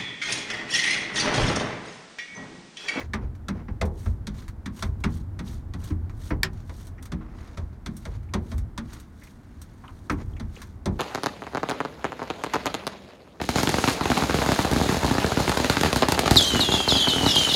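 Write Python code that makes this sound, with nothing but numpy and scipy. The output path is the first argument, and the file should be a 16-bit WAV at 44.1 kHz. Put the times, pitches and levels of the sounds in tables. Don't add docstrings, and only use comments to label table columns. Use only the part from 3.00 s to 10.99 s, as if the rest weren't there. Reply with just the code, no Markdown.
import sys
import numpy as np
from scipy import signal
from scipy.io import wavfile
from scipy.ndimage import uniform_filter1d

SR = 44100
rng = np.random.default_rng(int(sys.argv[2]) if len(sys.argv) > 2 else 0)


def digitize_waveform(pressure):
    field = np.atleast_2d(pressure).T
    bounded = np.clip(field, -1, 1)
    quanta = np.round(bounded * 32767).astype(np.int16)
    wavfile.write(sys.argv[1], SR, quanta)


N = 352403
AGE = np.arange(SR * 2 // 5) / SR
USUAL_DB = -43

# freq_hz, level_db, t60_s
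PANE_MODES = [(157, 0.5, 0.55), (196.2, 1, 0.48), (217.8, -1, 0.48), (238.1, -1, 0.51), (272.6, 0, 0.3),
              (322.8, -7, 0.56), (385, -7, 0.23)]
# freq_hz, level_db, t60_s
FRAME_MODES = [(375.5, -1.5, 0.33), (505.6, -6, 0.22), (574.3, -1.5, 0.15), (656, -0.5, .12),
               (718, -8.5, 0.2), (824, -15.5, 0.41), (1008, -4, 0.13)]
# freq_hz, density_db_per_hz
KNOCK_SPECTRUM = [(260, -17), (330, 4), (390, 6), (450, 3.5), (585, -3), (660, -3.5), (770, -3.5),
                  (930, -2.5), (1300, -17)]
# freq_hz, density_db_per_hz
CLACK_SPECTRUM = [(600, -21.5), (900, -3), (1070, 1.5), (1350, 0), (1550, -1.5), (1800, -2), (2200, -3.5),
                  (2600, -10), (3600, -23), (6000, -21)]
# freq_hz, density_db_per_hz
HISS_SPECTRUM = [(1900, -21), (2800, -4.5), (3700, 2.5), (4600, 1), (5200, -3), (6100, -1), (7000, -0.5),
                 (8500, -57)]
# freq_hz, density_db_per_hz
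SPRAY_SPECTRUM = [(5500, 1), (7200, -6.5), (8300, -0.5), (9700, -2), (10800, -12.5), (12000, -2.5),
                  (14000, -12), (16000, -12)]


def amp(db):
    return 10 ** (np.asarray(db) / 20)


def evened(x, span_s=None):
    head = x if span_s is None else x[:int(span_s * SR)]
    return x / np.sqrt(np.mean(head ** 2) + 1e-20)


def steadied(x, span_s):
    power = abs(uniform_filter1d(x ** 2, max(int(span_s * SR), 2)))
    return x / np.sqrt(power + 1e-12)


def add(mix, start_s, sound):
    part = mix[max(round(start_s * SR), 0):][:len(sound)]
    part += sound[:len(part)]


def colour(x, spectrum, size=4096):
    hz, db = np.transpose(spectrum)
    f = abs(np.fft.fftfreq(size, 1 / SR))
    gain_db = np.interp(np.log(f + 1), np.log(hz), db, left=min(db[0], -20), right=-65)
    log_gain = np.log(amp(gain_db))
    taps = np.fft.ifft(np.exp(np.conj(signal.hilbert(log_gain)))).real
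    return signal.fftconvolve(x, taps[:size // 2])[:len(x)]


def grains(count, per_s, spread_db):
    size_db = spread_db * np.minimum(rng.exponential(1, count), 4)
    struck = rng.random(count) < per_s / SR
    return evened(rng.standard_normal(count) * amp(size_db) * struck)


def wander(hz):
    lowpass = signal.butter(2, hz, fs=SR, output="sos")
    return evened(signal.sosfilt(lowpass, rng.standard_normal(N)))


def swell(rise_s):
    return 1 - np.exp(-(AGE / max(rise_s, 1e-5)) ** 2)


def ring(modes, scatter_db, detune):
    hz, db, t60_s = np.transpose(modes)[:, :, None]
    share, shift, phase = rng.standard_normal((3, len(modes), 1))
    envelope = amp(db + scatter_db * share - 60 * AGE / t60_s)
    cycles = hz * (1 + detune * shift) * AGE + phase
    return (envelope * np.sin(2 * np.pi * cycles)).sum(0)


def echo(t60_s):
    hz, t, z = signal.stft(rng.standard_normal(len(AGE)), SR, nperseg=256)
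    band_t60_s = t60_s * (np.maximum(hz, 400)[:, None] / 1000) ** -.4
    return signal.istft(z * amp(-60 * t / band_t60_s), SR, nperseg=256)[1][:len(AGE)]


def burst(spectrum, rise_s, t60_s, tail_db, tail_t60_s):
    contact = steadied(grains(len(AGE), 12000, 8.9), 0.0044) * amp(-60 * AGE / t60_s)
    return colour((contact + amp(tail_db) * echo(tail_t60_s)) * swell(rise_s), spectrum)


def rumble(count):
    # freq_hz, density_db_per_hz
    door_spectrum = [(12, -22.5), (27, -1.5), (40, 0.5), (55, 3), (70, 1), (83, 5), (105, 0), (135, -8),
                     (200, -29.5)]
    return steadied(colour(rng.standard_normal(count), door_spectrum, size=32768), 0.17)


def cab():
    # time_s, level_db
    lean_points = [(0.0, -43.5), (0.93, -38), (1.27, -38.5), (1.44, -40), (1.76, -43), (2.02, -34.5),
                   (2.74, -38), (3.29, -38), (4.94, -45.5), (5.21, -42.5), (5.74, -41), (6.25, -52),
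                   (7.14, -46), (7.32, -34), (7.54, -45.5), (7.99, -42.5)]
    # freq_hz, density_db_per_hz
    drone_spectrum = [(90, -16), (140, 1.5), (175, 0.5), (210, 1.5), (270, -2.5), (330, -5), (420, -13),
                      (600, -18), (900, -18), (1500, -27)]
    # freq_hz, density_db_per_hz
    yard_spectrum = [(120, -35.5), (200, -3.5), (254, -4), (473, -28.5), (647, -15), (683, -19),
                     (883, -23.5), (950, -21), (1370, -21), (1500, -19), (2170, -26), (2510, -32.5),
                     (6400, -40), (14300, -44.5), (16000, -49)]
    lean_gain_db = 2
    waver_db, waver_hz = 1.5, 15.7
    drone_db, drone_slope = -49.5, 0.31
    yard_db = -58
    lean_db = np.interp(np.arange(N) / SR, *np.transpose(lean_points))
    door = rumble(N) * amp(lean_db + lean_gain_db + waver_db * wander(waver_hz))
    drone = steadied(colour(rng.standard_normal(N), drone_spectrum), 0.16)
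    pane = drone * amp(drone_db + drone_slope * (lean_db - USUAL_DB))
    wash = evened(colour(rng.standard_normal(N), yard_spectrum))
    return door + pane + amp(yard_db + 0.33 * wander(3.6)) * wash


def bubbles():
    pops = np.zeros(N)
    age_s = AGE[:SR // 200]
    when, pitch, size = rng.random(size=(5000, 3)).T[:, :, None]
    cycles = 2800 * 4 ** pitch * age_s
    pop = amp(14 * size ** 2) * np.sin(2 * np.pi * cycles) * np.exp(-cycles / 6)
    start = (when * (N - len(age_s))).astype(int)
    np.add.at(pops, start + np.arange(len(age_s)), pop)
    return evened(pops)


def wipes():
    # fastest_s, speeding_up_s, slowing_down_s, hiss_db, film_dryness (0-1)
    strokes = [(0.005, 0.043, 0.065, -52.5, 0.54), (0.233, 0.045, 0.055, -72, 1),
               (.58, 0.067, 0.072, -70, 1), (1.03, 0.1, 0.11, -57.5, 0), (1.392, 0.085, 0.097, -57.5, 0.23),
               (1.79, 0.064, 0.11, -53, 0.07), (2.155, 0.088, 0.077, -57.5, 0.05),
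               (2.49, 0.055, 0.12, -54.5, 0.1), (2.875, .1, 0.061, -54, 0.11), (3.29, 0.14, .04, -55, 0),
               (3.6, .08, 0.037, -66.5, 0.4), (3.82, 0.22, .1, -60, 0), (4.22, 0.054, 0.41, -77, 1),
               (4.41, 0.085, 0.3, -62.5, 0.36), (5.017, 0.16, 0.14, -63.5, 0.1),
               (5.15, 0.06, 0.049, -64.5, .55), (5.518, 0.15, 0.11, -62.5, 0.08),
               (5.93, 0.11, 0.15, -58.5, 0.25), (6.255, 0.13, 0.12, -63.5, 0.02),
               (6.6, 0.38, 0.4, -71, 0.28), (7.0, 0.35, 0.94, -70, 0.08), (7.215, 0.038, 0.017, -60, 0.73),
               (7.58, 0.079, 0.15, -59, 0.26), (7.96, 0.073, 0.13, -68, 0.23)]
    wet_db = np.array([0, -1, -2.5, -6.5])
    dry_db = np.array([0, -21.5, 16.5, 23])
    judder_depth_db, flutter_db, grain_db = 3.5, 1.7, 2.2
    level, t = np.zeros((4, N)), np.arange(N) / SR
    for fastest_s, speeding_s, slowing_s, hiss_db, dryness in strokes:
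        away = abs(t - fastest_s) / np.where(t < fastest_s, speeding_s, slowing_s)
        bell = np.exp(-2.1 * np.minimum(away, 4) ** 1.65)
        mix_db = hiss_db + wet_db + np.clip(dryness, 0, 1) * (dry_db - wet_db)
        level += amp(mix_db)[:, None] * bell
    hiss = evened(colour(grains(N, 9000, grain_db), HISS_SPECTRUM))
    fizz = evened(hiss + amp(-5) * bubbles()) * amp(1.2 * wander(30))
    spray = evened(colour(grains(N, 8000, grain_db), SPRAY_SPECTRUM))
    drag = evened(colour(grains(N, 3000, 1.0), CLACK_SPECTRUM)) * amp(0.53 * wander(25))
    shaking = colour(grains(N, 4200, 0.96), KNOCK_SPECTRUM)
    judder = evened(shaking * amp(judder_depth_db * wander(45)))
    return amp(flutter_db * wander(53.2)) * (level * [fizz, spray, drag, judder]).sum(0)


def catches():
    # start_s, decay_s, pitch_hz, level_db
    catch_events = [(0.012, 0.009, 2080, -42), (3.979, 0.015, 1930, -54.5), (4.205, 0.025, 1190, -54.5),
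                    (5.287, 0.01, 2280, -62), (6.214, 0.025, 2000, -57), (6.272, 0.0068, 2270, -56),
                    (6.836, .021, 1060, -48.5), (6.88, 0.0017, 2870, -46.5), (6.881, 0.018, 1160, -50.5),
                    (7.335, 0.0024, 3200, -59), (7.364, 0.011, 2250, -54), (7.563, 0.0075, 2590, -48.5)]
    out = np.zeros(N)
    for start_s, decay_s, hz, db in catch_events:
        blade_modes = [(hz, 0, .007), (hz * 2.9, -9, .002)]
        blade = (ring(blade_modes, 0, 0) * swell(.0003))[:SR // 100]
        slips = signal.fftconvolve(grains(len(AGE), 6100, 0.93), blade)[:len(AGE)]
        envelope = swell(decay_s / 5) * np.exp(-AGE / decay_s)
        add(out, start_s, amp(db) * evened(steadied(slips, 0.0075) * envelope, 2 * decay_s))
    return out


def rocking(soft_s):
    # freq_hz, level_db, t60_s
    door_modes = [(38.3, -17, 0.58), (54.3, -4.5, 0.36), (66.8, -16, 0.76), (81.5, -3.5, 0.43),
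                  (105, -7, 0.21), (123.7, -15.5, 0.6)]
    return evened(ring(door_modes, scatter_db=1.5, detune=0.041) * swell(soft_s + 0.019), 0.093)


def thumps():
    # start_s, level_db
    thump_events = [(0.025, -38.5), (0.219, -31.5), (1.06, -26), (1.842, -29), (4.6, -37), (5.139, -33.5),
                    (5.559, -32), (6.56, -44), (6.919, -46), (7.42, -34.5)]
    out = np.zeros(N)
    for start_s, db in thump_events:
        add(out, start_s, amp(db) * rocking(0))
    return out


def blow(force_db, slap_db, boom_db, knock_db, thud_db, usual_soft_s, handle_hz, pane_hz, lag_s, clatter_t60_s):
    # freq_hz, density_db_per_hz
    slap_spectrum = [(2000, -21), (2850, -9), (3400, 4.5), (4000, 2), (4600, -1), (5200, -5), (6000, -0.5),
                     (7400, -10.5), (8300, -7.5), (10000, -14), (11000, -17.5), (16000, -28)]
    soft_slope = 0.67
    ring_db, ring_slope = -1, 0.59
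    overtone_ratio, overtone_db = 1.22, -7
    frame_mix_db = -1
    sway_db, sway_s = -6, 0.1
    soft_s = usual_soft_s * amp(-soft_slope * (knock_db - USUAL_DB))
    slap = evened(burst(slap_spectrum, soft_s, t60_s=0.06, tail_db=-13.5, tail_t60_s=0.23), 0.027)

    handle_modes = [(handle_hz, 0, .03), (handle_hz * overtone_ratio, overtone_db, .03)]
    handle = evened(ring(handle_modes, 0, 0) * swell(soft_s + 0.00078), 0.016)
    clatter = evened(burst(CLACK_SPECTRUM, soft_s + 0.00078, t60_s=clatter_t60_s, tail_db=-4.0,
                           tail_t60_s=2.12 * clatter_t60_s), 0.088)
    clack = evened(clatter + amp(ring_db + ring_slope * (force_db - USUAL_DB)) * handle, 0.048)

    frame = evened(ring(FRAME_MODES, scatter_db=6.5, detune=0.0042) * swell(soft_s + 0.0028), 0.057)
    rattle = evened(burst(KNOCK_SPECTRUM, soft_s + 0.013, t60_s=0.13, tail_db=-10.5, tail_t60_s=0.34), 0.031)
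    knock = evened(rattle + amp(frame_mix_db) * frame, 0.029)

    favoured = evened(ring([(pane_hz, 0, .15)], 0, 0.0027) * swell(lag_s) ** 2, 0.077)
    pane = evened(ring(PANE_MODES, scatter_db=2.0, detune=0.02) * swell(soft_s + 0.0072), 0.11)
    boom = evened(favoured + amp(-1.5) * pane, 0.06)

    sway = rumble(len(AGE)) * AGE / sway_s * np.exp(1 - AGE / sway_s) * (1 - AGE / AGE[-1])
    thud = rocking(soft_s) + amp(sway_db) * sway
    return (amp(slap_db) * slap + amp(force_db) * clack + amp(knock_db) * knock
            + amp(boom_db) * boom + amp(thud_db) * thud)


def blows():
    # start_s, force_db, slap_db, boom_db, shove_db, pane_hz, handle_hz
    landing_events = [(0.134, -33, -42, -33, -38, 213.7, 1804),
                      (0.483, -39, -42.5, -29, -44.5, 192.5, 1380),
                      (0.813, -35, -40, -31.5, -29, 198.4, 2050),
                      (1.268, -47, -42.5, -34.5, -50, 205, 1840),
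                      (1.657, -43.5, -46, -34.5, -54, 204, 1915),
                      (1.823, -36, -37.5, -37, -40.5, 211, 1380),
                      (2.038, -33.5, -40.5, -26, -40.5, 197, 2230),
                      (2.389, -46, -48.5, -35, -48.5, 187, 1900),
                      (2.736, -49, -51.5, -38, -47.5, 185.5, 1930),
                      (4.118, -45.5, -48, -31, -46.5, 178, 1410),
                      (4.859, -44.5, -43.5, -35, -50.5, 188, 1760),
                      (5.336, -35.5, -38, -28.5, -35, 204, 1080), (5.776, -40, -42, -35, -48.5, 231, 978),
                      (7.0969, -29.5, -43, -29, -35.5, 294, 1290),
                      (7.3964, -48.5, -50.5, -38, -50, 223, 870),
                      (7.857, -41.5, -40.5, -27, -32, 188, 1100)]
    # start_s, force_db, slap_db, boom_db, pane_hz
    bump_events = [(0.681, -50, -77, -40.5, 201), (1.058, -47.5, -58, -38, 214),
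                   (2.903, -51.5, -72, -32, 305), (3.305, -37.5, -66, -30, 301.4),
                   (3.692, -52, -58.5, -55, 167), (4.572, -47, -51.5, -42.5, 154),
                   (5.052, -47, -49.5, -44, 164), (5.515, -49, -51.5, -39, 230)]
    landing_thud_db, landing_thud_slope = -36.5, 0.68
    bump_thud_db, bump_thud_slope = -35, 0.66
    bump_knock_db = 2
    out = np.zeros(N)
    for start_s, force_db, slap_db, boom_db, shove_db, pane_hz, handle_hz in landing_events:
        thud_db = landing_thud_db + landing_thud_slope * (shove_db - USUAL_DB)
        add(out, start_s, blow(force_db, slap_db, boom_db, shove_db, thud_db, usual_soft_s=0.00095,
                               handle_hz=handle_hz, pane_hz=pane_hz, lag_s=0.018, clatter_t60_s=0.094))
    for start_s, force_db, slap_db, boom_db, pane_hz in bump_events:
        thud_db = bump_thud_db + bump_thud_slope * (boom_db - USUAL_DB)
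        add(out, start_s, blow(force_db, slap_db, boom_db, force_db + bump_knock_db, thud_db, usual_soft_s=.0012,
                               handle_hz=1331, pane_hz=pane_hz, lag_s=0.0054, clatter_t60_s=0.079))
    return out


def smacks():
    # start_s, level_db, brightness_db (raises spray and lowers clack by this much)
    smack_events = [(0.35, -68, -8.5), (0.853, -59, -3), (1.48, -54.5, -7.5), (2.003, -66.5, -5),
                    (2.839, -60.5, 2), (3.0952, -63.5, -13), (3.215, -65, -7), (3.531, -68, -4),
                    (3.868, -60.5, -1.5), (4.025, -56, -2), (4.054, -55.5, -4.5), (4.728, -73.5, -12),
                    (4.966, -59.5, 3), (5.229, -71, -8), (5.579, -55.5, -3.5), (5.931, -53.5, -5),
                    (5.999, -59, -2.5), (6.235, -64.5, -0.5), (6.615, -56, -1), (7.118, -61.5, 1),
                    (7.617, -50, -7)]
    # clack_db, hiss_db, spray_db
    mix_levels = (-2, 0, 5.5)
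    spectra = (CLACK_SPECTRUM, HISS_SPECTRUM, SPRAY_SPECTRUM)
    out = np.zeros(N)
    for start_s, db, bright_db in smack_events:
        for spectrum, mix_db, tilt_db in zip(spectra, mix_levels, (-bright_db, 0, bright_db)):
            layer = evened(burst(spectrum, 0.0005, t60_s=0.082, tail_db=-4.5, tail_t60_s=0.17), .02)
            add(out, start_s, amp(db + mix_db + tilt_db) * layer)
    return out


def snap():
    # start_s, level_db
    snap_s, snap_db = (3.4318, -20.5)
    # freq_hz, level_db, t60_s
    handle_modes = [(1484, -8, 0.013), (1790, -2, 0.021), (1840, -18.5, 0.11), (2280, -12.5, .025),
                    (3700, -3, 0.0051), (4570, -2, 0.012), (5830, -3, 0.0062), (8240, -6, 0.0055),
                    (9900, -7, .006), (12040, -12.5, 0.006)]
    # freq_hz, density_db_per_hz
    crack_spectrum = [(500, -28), (1000, -3.5), (1850, -2), (2200, -5.5), (2700, -6.5), (3700, -7.5),
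                      (4600, -5.5), (5200, -3), (6000, -11), (7200, -8.5), (9800, -19), (12000, -16.5),
                      (16000, -26)]
    echo_db, echo_t60_s = -14.5, 0.15
    click = evened(ring(handle_modes, scatter_db=3.0, detune=.002) * swell(0.00072), 0.047)
    crack = evened(burst(crack_spectrum, 0.00046, t60_s=0.0076, tail_db=-15, tail_t60_s=0.15), 0.041)
    walls = evened(colour(echo(echo_t60_s) * swell(0.0087), crack_spectrum), 0.034)
    window = evened(ring(FRAME_MODES + PANE_MODES, scatter_db=5.5, detune=0.0037) * swell(.008), 0.045)
    impact = evened(click + amp(-7.5) * crack, 0.016)
    out = np.zeros(N)
    add(out, snap_s, amp(snap_db) * (impact + amp(echo_db) * walls + amp(-16.5) * window))
    return out


def scene():
    return (cab() + wipes() + catches() + thumps() + blows() + smacks() + snap())[None]


def record(dry):
    edge_hz = 16200
    taps = signal.firwin(511, edge_hz, window=("kaiser", 9), fs=SR)
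    return signal.oaconvolve(dry, taps[None], "same")


dry = scene()
out = record(dry)
digitize_waveform(out)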